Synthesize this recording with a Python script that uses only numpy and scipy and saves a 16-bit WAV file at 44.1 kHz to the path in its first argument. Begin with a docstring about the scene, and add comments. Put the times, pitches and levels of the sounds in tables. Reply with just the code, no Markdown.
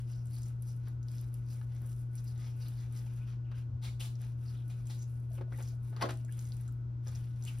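"""A hand rubs seasoning into a wet fish fillet that lies over a steel dish, heard close up in stereo.
Tiny bubbles fizz in the wet film as the palm drags and swipes; skin parts from flesh with sticky pops,
and the wet gap under the fingers squelches. The dish rattles and rings on the counter as the fillet is
gripped and turned, among soft pushes of air. Behind it all sit a mains hum and a faint kitchen fan."""
import sys
import numpy as np
from scipy import signal
from scipy.fft import rfft, irfft
from scipy.io import wavfile

SR = 44100
rng = np.random.default_rng(int(sys.argv[2]) if len(sys.argv) > 2 else 0)


def store_pcm(level_fs):
    """Save levels as 16-bit WAV."""
    pcm = np.round(np.clip(level_fs, -1, 1) * 32767).astype(np.int16)
    wavfile.write(sys.argv[1], SR, np.atleast_2d(pcm).T)


N = 335160
TIME = np.arange(N) / SR
FREQS = np.fft.rfftfreq(N, 1 / SR)


def amp(db):
    """Decibels to gain."""
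    return 10 ** (np.asarray(db) / 20)


def unit(x):
    """Scales to rms 1."""
    return x / np.sqrt(np.mean(x ** 2) + 1e-30)


def curve(points, hz, column=1):
    """Reads one column of a table along log frequency."""
    table = np.array(points, float)
    return np.interp(np.log(hz + 1), np.log(table[:, 0] + 1), table[:, column])


def colour(x, points, size=2048):
    """Applies an EQ curve with a minimum-phase filter of unit energy."""
    log_gain = np.log(amp(curve(points, abs(np.fft.fftfreq(size, 1 / SR)))))
    impulse = np.fft.ifft(np.exp(np.conj(signal.hilbert(log_gain)))).real[:size // 2]
    return signal.oaconvolve(x, impulse / np.linalg.norm(impulse))[:len(x)]


def tilted(x, db_per_octave, low_hz, high_hz):
    """Tilt EQ between two frequencies, pivoting on their middle."""
    size = 2 * len(x)
    hz = np.clip(np.fft.rfftfreq(size, 1 / SR), low_hz, high_hz)
    octaves = np.log2(hz / np.sqrt(low_hz * high_hz))
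    return irfft(rfft(x, size) * amp(db_per_octave * octaves), size)[:len(x)]


def highpass(x, hz):
    """Rolls off the low end."""
    return signal.sosfilt(signal.butter(2, hz, "high", fs=SR, output="sos"), x)


def resonate(x, hz, width_hz):
    """A resonance whose pitch may be steady or follow a curve."""
    turn = np.exp(2j * np.pi * np.cumsum(hz * np.ones(len(x))) / SR)
    pole = np.exp(-np.pi * width_hz / SR)
    return 2 * (turn * signal.lfilter([1 - pole], [1, -pole], x / turn)).real


def wander(rate_hz):
    """Smooth random modulation up to about the given rate, rms 1."""
    return unit(irfft(rfft(rng.standard_normal(N)) / (1 + (FREQS / rate_hz) ** 4), N))


def grains(per_s, spread_db):
    """A train of tiny clicks of uneven size, rms 1."""
    size = amp(spread_db * np.minimum(rng.exponential(1, N), 4))
    return unit(size * rng.choice([-1, 1], N) * (rng.random(N) < per_s / SR))


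def crackle(shape, per_s):
    """Sparse noise: scattered single-sample spikes."""
    return rng.standard_normal(shape) * (rng.random(shape) < per_s / SR)


def add(mix, start_s, sound):
    """Mixes a sound in at its start time."""
    part = mix[max(round(start_s * SR), 0):][:len(sound)]
    part += sound[:len(part)]


# mains hum partials: harmonic number, level/dB
HUM_PARTIALS = [(1, -38.5), (2, -87), (3, -78), (4, -84)]
# room tone EQ: f/Hz, relative level/dB
AIR_EQ = [(20, -23), (32, -11), (46, 1.5), (80, 2), (130, -8.5), (200, -10.7), (310, -12), (450, -23.3),
          (900, -27.2), (1400, -32), (1800, -40.5), (4000, -47), (6000, -47.5), (9000, -55), (16000, -66)]
# stereo image of the room tone: f/Hz, left-right correlation (-1 to 1)
AIR_CORRELATION = [(100, .96), (200, .95), (330, 0), (600, 0), (1100, -.6), (2000, .5), (4200, .4),
                   (6000, -.1), (8000, -.6), (11000, .65), (14500, -.5)]
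# fan tones: f/Hz, width/Hz, level/dB
FAN_TONES = [(1479, 26, -78.3), (1308, 7.8, -84.5), (1043, 73, -83)]


def kitchen(mains_hum_hz=120.05, air_db=-52.3, lean_db=1.15):
    """The bed, leaning left: steady mains hum, the rumble of moving air and a few fuzzy fan tones."""
    hum = sum(amp(db) * np.sqrt(2) * np.sin(2 * np.pi * (k * mains_hum_hz * TIME + rng.random()))
              for k, db in HUM_PARTIALS)
    left, independent = rfft(rng.standard_normal((2, N)))
    correlation = curve(AIR_CORRELATION, FREQS)
    right = correlation * left + np.sqrt(1 - correlation ** 2) * independent
    air = unit(irfft(np.array([left, right]) * amp(curve(AIR_EQ, FREQS)), N))
    fan = 0
    for hz, width, db in FAN_TONES:
        band = rfft(rng.standard_normal((2, N))) / (1 + (2 * (FREQS - hz) / width) ** 2)
        fan += amp(db) * unit(irfft(band, N))
    return (hum + amp(air_db) * air + fan) * amp([[lean_db], [-lean_db]])


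def room(x, t60=.2, damping_hz=9500):
    """A short tail of scattered reflections, different on each side."""
    t = TIME[:SR // 3]
    echoes = crackle((2, len(t)), per_s=3528) * amp(-60 * t / t60) * (t > .001)
    tail = signal.lfilter(*signal.butter(1, damping_hz, fs=SR), echoes / np.linalg.norm(echoes[0]))
    return signal.oaconvolve(x[None], tail, axes=1)[:, :N]


# stereo image of the close sound: f/Hz, left phase lead/rad, left minus right level/dB
CLOSE_IMAGE = [(20, 0, 2.2), (880, 0, 1.5), (1000, -1.8, 4), (1120, -1.8, 4), (1300, 0, 3), (3000, .5, 3.5),
               (5400, 0, 3), (7200, -3.1, 0), (8800, -4.1, 0), (10400, -6.2, 0), (11600, -6.4, 0),
               (14200, -9.4, 0), (16000, -9.9, 0)]


def close_pair(x):
    """The close sound reaches two microphones with different phase and level."""
    lead, lean = curve(CLOSE_IMAGE, FREQS, column=1), curve(CLOSE_IMAGE, FREQS, column=2)
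    return irfft(rfft(x) * np.array([amp(lean / 2), amp(-lean / 2) * np.exp(-1j * lead)]), N)


# soft low thuds: t/s, level/dB, length/s
AIR_PUSHES = [(1.756, -51, .16), (3.62, -42.5, .22), (3.8, -44, .2), (6.641, -56, .14), (7.001, -46, .3)]


def pushes(hz=80, width_hz=40):
    """Air and flesh move with a soft thud as the hand or fillet comes down."""
    out = np.zeros(N)
    for start, db, length in AIR_PUSHES:
        rumble = resonate(resonate(rng.standard_normal(SR), hz, width_hz), hz, width_hz)
        air = unit(rumble[-int(length * SR):])
        add(out, start, amp(db) * air * np.hanning(len(air)))
    return out


# round, pitched taps: t/s, peak level/dB, f/Hz
BASE_TAPS = [(5.308, -57.5, 650), (5.336, -58.5, 640), (5.477, -60, 620), (5.73, -61, 650),
             (5.917, -55, 390), (5.928, -59, 660), (6.244, -63, 650)]


def dish_taps(attack_s=.004):
    """The base of the dish wobbles on the counter; each cushioned tap swells and dies quickly."""
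    out, t = np.zeros(N), TIME[:SR // 10]
    envelope = t / attack_s * np.exp(1 - t / attack_s)
    for start, db, hz in BASE_TAPS:
        add(out, start, amp(db) * envelope * np.sin(2 * np.pi * hz * t))
    return out


# modes of the steel, damped by the fillet: f/Hz, relative level/dB, t60/s
DISH_MODES = [(240, -5, .25), (305, 4, .24), (362, 2, .24), (479, -6, .28), (553, 3, .2), (640, -6, .28),
              (680, -10, .28), (725, -7, .26), (813, -4, .2), (1028, 10.5, .11), (1109, 7, .105),
              (1135, 0, .07), (1235, -10, .15), (1410, -8, .11), (1490, -5, .11), (1680, -3, .1),
              (1790, -5, .1), (2075, -6, .12), (2730, -11, .13), (3285, -4, .14), (3800, -7, .12),
              (4285, -2, .12)]
# contact clatter EQ: f/Hz, relative level/dB
CLATTER_EQ = [(200, -7.5), (320, -7), (550, -8), (800, -9), (1100, -7.5), (1600, -6.5), (2400, -15.5),
              (4000, -17.5), (7000, -26), (11000, -28.5), (15500, -35)]
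# hits: t/s, clatter level/dB, contact time/s, clatter tilt/(dB/octave), ring level/dB, ring focus f/Hz
DISH_KNOCKS = [(.871, -53, .0072, -2, -68, 1000), (1.612, -55, .0022, 1, -66, 1100),
               (1.81, -58, .038, -7, -58, 200), (3.515, -53, .003, 0, -60, 1200),
               (5.377, -49, .009, -4.5, -51, 330), (5.409, -46, .005, -5, -52, 290),
               (5.519, -50, .007, -3, -57, 500), (5.584, -49, .006, -5, -54, 450),
               (5.601, -47.5, .01, -2.5, -58, 800), (5.922, -54, .03, -5, -64, 700),
               (5.962, -47.5, .008, -1.5, -52, 1000), (5.985, -47.5, .04, -1, -55, 800),
               (6.008, -35, .016, 1, -42, 1600), (6.019, -30.5, .007, .5, -26.5, 1100),
               (6.033, -33, .0094, -5.5, -32, 440), (6.055, -42, .003, 2, -45, 320),
               (6.088, -35.5, .008, .5, -44, 750), (6.102, -47, .0068, 6, -46, 260),
               (7.067, -52.5, .006, -4, -61, 620)]


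def dish_knocks(falloff_db_per_octave=9, chatter_t60=.11):
    """The dish rocks, scrapes and knocks: contacts chatter, and each hit favours modes near its focus."""
    out, t = np.zeros(N), TIME[:SR // 2]
    hz, mode_db, t60 = np.array(DISH_MODES).T[:, :, None]
    for start, clatter_db, contact_s, tilt, ring_db, focus_hz in DISH_KNOCKS:
        share = amp(mode_db - falloff_db_per_octave * abs(np.log2(hz / focus_hz)))
        modes = share * amp(-60 * t / t60) * np.sin(2 * np.pi * (hz * t + rng.random(hz.shape)))
        ring = np.sqrt(2) * modes.sum(0) / np.linalg.norm(share)
        contacts = unit(crackle(len(t), per_s=5000))
        chatter = contacts * (np.exp(-t / contact_s) + .35 * amp(-60 * t / chatter_t60))
        clatter = tilted(highpass(colour(chatter, CLATTER_EQ), 140), tilt, 330, 3000)
        attack = 1 - np.exp(-2 * t / contact_s)
        add(out, start, (amp(ring_db) * ring + amp(clatter_db) * clatter) * attack)
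    return out


# swipe hiss EQ: f/Hz, relative level/dB
SWIPE_EQ = [(400, -13), (1000, -12), (1700, -18), (2200, -15), (3200, -15.5), (4200, -12), (5500, -13),
            (7500, -11), (10000, -12.5), (13000, -17), (15500, -16)]
# quick swipes: t/s, level/dB, attack/s, t60/s, hollow f/Hz, treble tilt/(dB/octave)
PALM_SWIPES = [(3.814, -51.3, 0.036, 0.28, 3700, -1.6), (3.995, -47, 0.01, 0.31, 3400, 0),
               (4.042, -53, 0.0094, 0.15, 3740, .5), (4.695, -60, 0.0065, 0.22, 3160, -1.5),
               (4.896, -53.5, 0.006, 0.24, 4100, -1), (7.458, -53, 0.024, 0.17, 2600, -.3)]


def swipes():
    """A fast palm hisses, coloured by the changing hollow under it, and fades as the hand brakes."""
    out, t = np.zeros(N), TIME[:SR // 2]
    friction = grains(per_s=14000, spread_db=3) * amp(.51 * wander(rate_hz=120))
    hiss = unit(highpass(colour(friction, SWIPE_EQ), 480))
    wobble = np.exp(.1 * wander(rate_hz=50))
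    for start, db, attack_s, t60, hz, tilt in PALM_SWIPES:
        span = np.arange(len(t)) + rng.integers(N - len(t))
        hollow = unit(resonate(hiss[span], hz * wobble[span], width_hz=.3 * hz))
        rush = unit(tilted(hiss[span] + .5 * hollow, tilt, 1500, 14000))
        envelope = np.clip(t / attack_s, 0, 1) * amp(-60 * np.maximum(t - attack_s, 0) / t60)
        add(out, start, amp(db) * envelope * rush)
    return out


# wet glides: t/s, length/s, level/dB, start f/Hz, end f/Hz
GAP_SQUELCHES = [(.02, .25, -69.5, 4800, 5600), (.265, .22, -66.5, 4400, 5200),
                 (.644, .11, -67, 4800, 5800), (1.07, .22, -71, 4700, 5400), (1.45, .13, -68.5, 4700, 5400),
                 (2.163, .05, -63, 5400, 6300), (2.245, .095, -64.5, 5200, 4600),
                 (2.35, .2, -69, 4200, 6000), (2.588, .062, -61.5, 5400, 4000),
                 (2.635, .07, -63.5, 4100, 4500), (2.69, .2, -72, 4940, 4130),
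                 (2.935, .08, -64, 5200, 5900), (3.15, .14, -71, 2400, 2650), (3.4, .28, -71, 2700, 2800),
                 (3.42, .25, -72, 1400, 1550), (3.828, .09, -59.5, 2100, 2150),
                 (3.992, .047, -54, 2550, 3100), (4.44, .09, -65.5, 4500, 5200),
                 (4.49, .19, -73, 3500, 3100), (4.965, .1, -61.5, 6060, 6700),
                 (5.365, .035, -66, 2950, 2700), (5.505, .065, -65, 2000, 2050),
                 (5.575, .05, -65, 2230, 2200), (5.563, .2, -63.5, 7300, 4560),
                 (6.277, .027, -62, 1750, 1950), (6.295, .064, -67, 2700, 3500),
                 (6.671, .03, -67, 1460, 1280), (7.452, .062, -55.5, 2700, 2450)]


def squelches(wobble_depth=.06, min_width_hz=220, widening_hz=19000):
    """Bubble clicks ring the wet gap under the fingers; its pitch glides as it opens or shuts."""
    out = np.zeros(N)
    bubbles = grains(per_s=2500, spread_db=3) * amp(2.8 * wander(rate_hz=70))
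    wobble = wander(rate_hz=60)
    for start, length, db, start_hz, end_hz in GAP_SQUELCHES:
        span = (TIME >= start) & (TIME < start + length)
        hz = np.geomspace(start_hz, end_hz, span.sum()) * np.exp(wobble_depth * wobble[span])
        width = min_width_hz + start_hz ** 2 / widening_hz  # low gaps ring in a narrower band
        ring = unit(resonate(resonate(bubbles[span], hz, width), hz, width))
        add(out, start, amp(db) * ring * np.hanning(len(hz)))
    return out


# the loudest sticky pops: t/s, relative level/dB, f/Hz
STICKY_POPS = [(.257, -43, 8600), (.27, -47, 7600), (.334, -43, 9700), (.345, -46, 10300),
               (.42, -45.5, 7000), (.4315, -48, 5500), (.433, -42, 7300), (.46, -47, 6500),
               (.485, -45, 8900), (.623, -40, 11200), (.693, -47, 7900), (.764, -49, 10400),
               (.884, -45, 12400), (1.03, -50, 6500), (1.085, -43.5, 4700), (1.117, -45, 7200),
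               (1.155, -48, 11400), (1.183, -46, 5500), (1.213, -41.5, 12400), (1.342, -41, 11200),
               (1.532, -46, 6900), (1.819, -45, 12400), (2.1547, -38, 9600), (2.243, -38, 13600),
               (2.378, -49, 7000), (2.684, -40, 12700), (2.925, -46, 9400), (2.974, -42, 7200),
               (4.155, -49.5, 5500), (4.217, -42, 11000), (4.68, -49, 10800), (4.87, -41, 7500),
               (5.024, -44, 6500), (5.342, -48, 12400), (5.577, -45, 11700), (5.626, -40, 6900),
               (5.677, -46, 5500), (5.965, -44, 4600), (6.025, -31.5, 4500), (6.108, -37.5, 7900),
               (6.14, -45, 7900), (6.174, -44, 8600), (6.249, -44, 7500), (6.324, -40, 9000),
               (6.392, -39, 6800), (6.454, -46, 6500), (6.47, -46, 8300), (6.49, -47, 9500),
               (6.521, -42, 4500), (6.568, -47, 8300), (6.611, -44, 11200), (6.679, -43, 7500),
               (6.724, -43, 14400), (7.073, -42, 5600), (7.082, -41.5, 6800), (7.152, -43, 5400),
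               (7.1575, -42, 6000), (7.425, -45, 6000), (7.438, -41, 7200), (7.452, -34.5, 7900),
               (7.586, -38.5, 9500)]


def pops(decay_cycles=1.7, tick_s=.00022, snaps_s=.004):
    """Skin parts from flesh: a tick of tearing film, a bursting bubble's ping, then smaller snaps."""
    out, t = np.zeros(N), TIME[:1200]
    for start, db, hz in STICKY_POPS:
        envelope = (1 - np.exp(-2 * t * hz)) * np.exp(-t * hz / decay_cycles)
        bubble = envelope * np.sin(2 * np.pi * hz * t)
        tick = rng.choice([-1, 1], len(t)) * t / tick_s * np.exp(1 - 2 * t / tick_s)
        snaps = resonate(crackle(len(t), per_s=1500), hz, width_hz=.6 * hz)
        trail = unit(snaps) * np.exp(-t / snaps_s)
        add(out, start, amp(db) * highpass(bubble + .3 * tick + .07 * trail, hz / 2))
    return out


def bubble_ticks(per_size_per_s=20, decay_cycles=.45):
    """Small bubbles tick in bunches under the sliding fingers, each size with its own pitch."""
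    out, t = np.zeros(N), TIME[:200]
    bunching = unit(amp(7 * wander(rate_hz=25)))
    for hz in np.geomspace(5800, 14000, num=10):
        bursts = rng.uniform(-1, 1, N) * (rng.random(N) < per_size_per_s * bunching / SR)
        ping = np.sin(2 * np.pi * hz * t) * t * hz * np.exp(-t * hz / decay_cycles)
        out += signal.oaconvolve(bursts, ping)[:N] * np.sqrt(hz)  # equal energy for every size
    return unit(out)


# wet fizz EQ: f/Hz, relative level/dB
FIZZ_EQ = [(1500, -2), (2500, -17), (3500, -25), (5000, -8.5), (7000, -2), (9000, 4), (12000, -1),
           (15500, -0.5)]


def film_fizz():
    """Tiny bubbles burst in clumps in the wet film."""
    bursts = grains(per_s=4500, spread_db=4.3) * amp(2.2 * wander(rate_hz=80))
    return unit(highpass(colour(bursts, FIZZ_EQ), 1700))


# hollows between fingers and flesh: f/Hz, width/Hz
FINGER_HOLLOWS = [(1150, 320), (2400, 170), (3500, 270), (5600, 3300)]
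# palm drag EQ: f/Hz, relative level/dB
DRAG_EQ = [(300, 5), (600, -1), (1100, -3.5), (1800, -2), (2800, -4.5), (4200, -8.5), (6500, -9.5),
           (9000, -25.5), (15000, -29)]


def palm_drag():
    """Skin drags over spice grains and rings hollows that change size."""
    slips = grains(per_s=7000, spread_db=3) * amp(2 * wander(rate_hz=40))
    rings = sum(resonate(slips, hz * np.exp(.14 * wander(rate_hz=7)), width)
                for hz, width in FINGER_HOLLOWS)
    return unit(highpass(colour(slips + 2 * rings, DRAG_EQ), 280))


# strokes over the fillet: t/s, attack/s, time to fall 20 dB/s, relative fizz and drag levels/dB
HAND_STROKES = [(-0.034, 0.024, 0.068, -70.0, -71.5), (0.008, 0.106, 0.195, -73.5, -77.0),
                (0.211, 0.161, 0.13, -67.0, -76.0), (0.42, 0.05, 0.1, -72.0, -74.5),
                (0.554, 0.141, 0.122, -70.5, -78.0), (0.755, 0.125, 0.093, -79.0, -76.5),
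                (1.015, 0.14, 0.22, -71.0, -73.0), (1.299, 0.048, 0.164, -75.5, -77.0),
                (1.423, 0.12, 0.15, -67.5, -75.0), (1.66, 0.094, 0.179, -75.0, -73.5),
                (1.8, 0.07, 0.17, -66, -76.5), (1.93, 0.08, 0.08, -74, -83),
                (2.09, 0.093, 0.087, -67.5, -77.0), (2.196, 0.088, 0.072, -67.0, -76.5),
                (2.274, 0.19, 0.125, -70.0, -67.5), (2.515, 0.13, 0.23, -65.5, -70.5),
                (2.724, 0.087, 0.138, -73.0, -70.0), (2.88, 0.085, 0.3, -68.5, -70.0),
                (3.06, 0.08, 0.2, -75.5, -76.0), (3.234, 0.07, 0.082, -77.0, -72.0),
                (3.525, 0.06, 0.075, -73.0, -73.0), (4.17, 0.06, 0.14, -69.5, -70.5),
                (4.34, 0.15, 0.24, -72, -74.5), (4.635, 0.066, 0.058, -73.0, -79.0),
                (4.72, 0.07, 0.1, -76.0, -76.5), (4.809, 0.099, 0.25, -70.5, -75.0),
                (5.04, 0.08, 0.24, -73.5, -85.0), (5.28, 0.068, 0.06, -68.0, -78.0),
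                (5.455, 0.17, 0.166, -67.0, -71.0), (5.79, 0.078, 0.12, -70.5, -78.0),
                (6.091, 0.046, 0.17, -70.0, -75.0), (6.235, 0.175, 0.18, -66.5, -74),
                (6.47, 0.097, 0.2, -70.5, -74.0), (7.016, 0.071, 0.142, -69.0, -68.0),
                (7.134, 0.015, 0.293, -71.0, -72.0), (7.296, 0.217, 0.25, -69.0, -70.0)]


def rubbing(fizz_db=2.7, drag_db=4.9, ticks_db=-1.5, braking=1.5):
    """In each stroke the hand speeds up smoothly, then brakes; fizz, drag and ticks ride its speed."""
    t, power = TIME[::40], 0
    for start, attack_s, fall_s, stroke_fizz_db, stroke_drag_db in HAND_STROKES:
        age = t - start
        rise = np.sin(np.pi / 2 * np.clip(age / attack_s, 0, 1)) ** 2
        fall = amp(-20 * (np.maximum(age - attack_s, 0) / fall_s) ** braking)  # glides on, then stops
        power += (amp([[stroke_fizz_db], [stroke_drag_db]]) * rise * fall) ** 2
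    fizz_gain, drag_gain = [np.interp(TIME, t, np.sqrt(p)) for p in power]
    fizz = amp(fizz_db) * fizz_gain * film_fizz()
    drag = amp(drag_db) * drag_gain * palm_drag()
    ticks = amp(ticks_db) * fizz_gain * bubble_ticks()
    return fizz + drag + ticks


def scene(pops_db=7.4, hand_send_db=-5, swipe_send_db=-2, dish_send_db=-6.5):
    """Hand, fish and dish up front, each sent to a short room, over the kitchen bed."""
    hand = rubbing() + squelches() + amp(pops_db) * pops()
    swipe = swipes()
    dish = dish_knocks() + dish_taps()
    reflections = room(amp(hand_send_db) * hand + amp(swipe_send_db) * swipe + amp(dish_send_db) * dish)
    return close_pair(hand + swipe + dish + pushes()) + reflections + kitchen()


def record(dry, cutoff_hz=15950):
    """A steep low-pass trims the very top of the mix."""
    lowpass = signal.firwin(511, cutoff_hz, window=("kaiser", 9), fs=SR)
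    return signal.oaconvolve(dry, lowpass[None], "same")


dry = scene()
out = record(dry)
store_pcm(out)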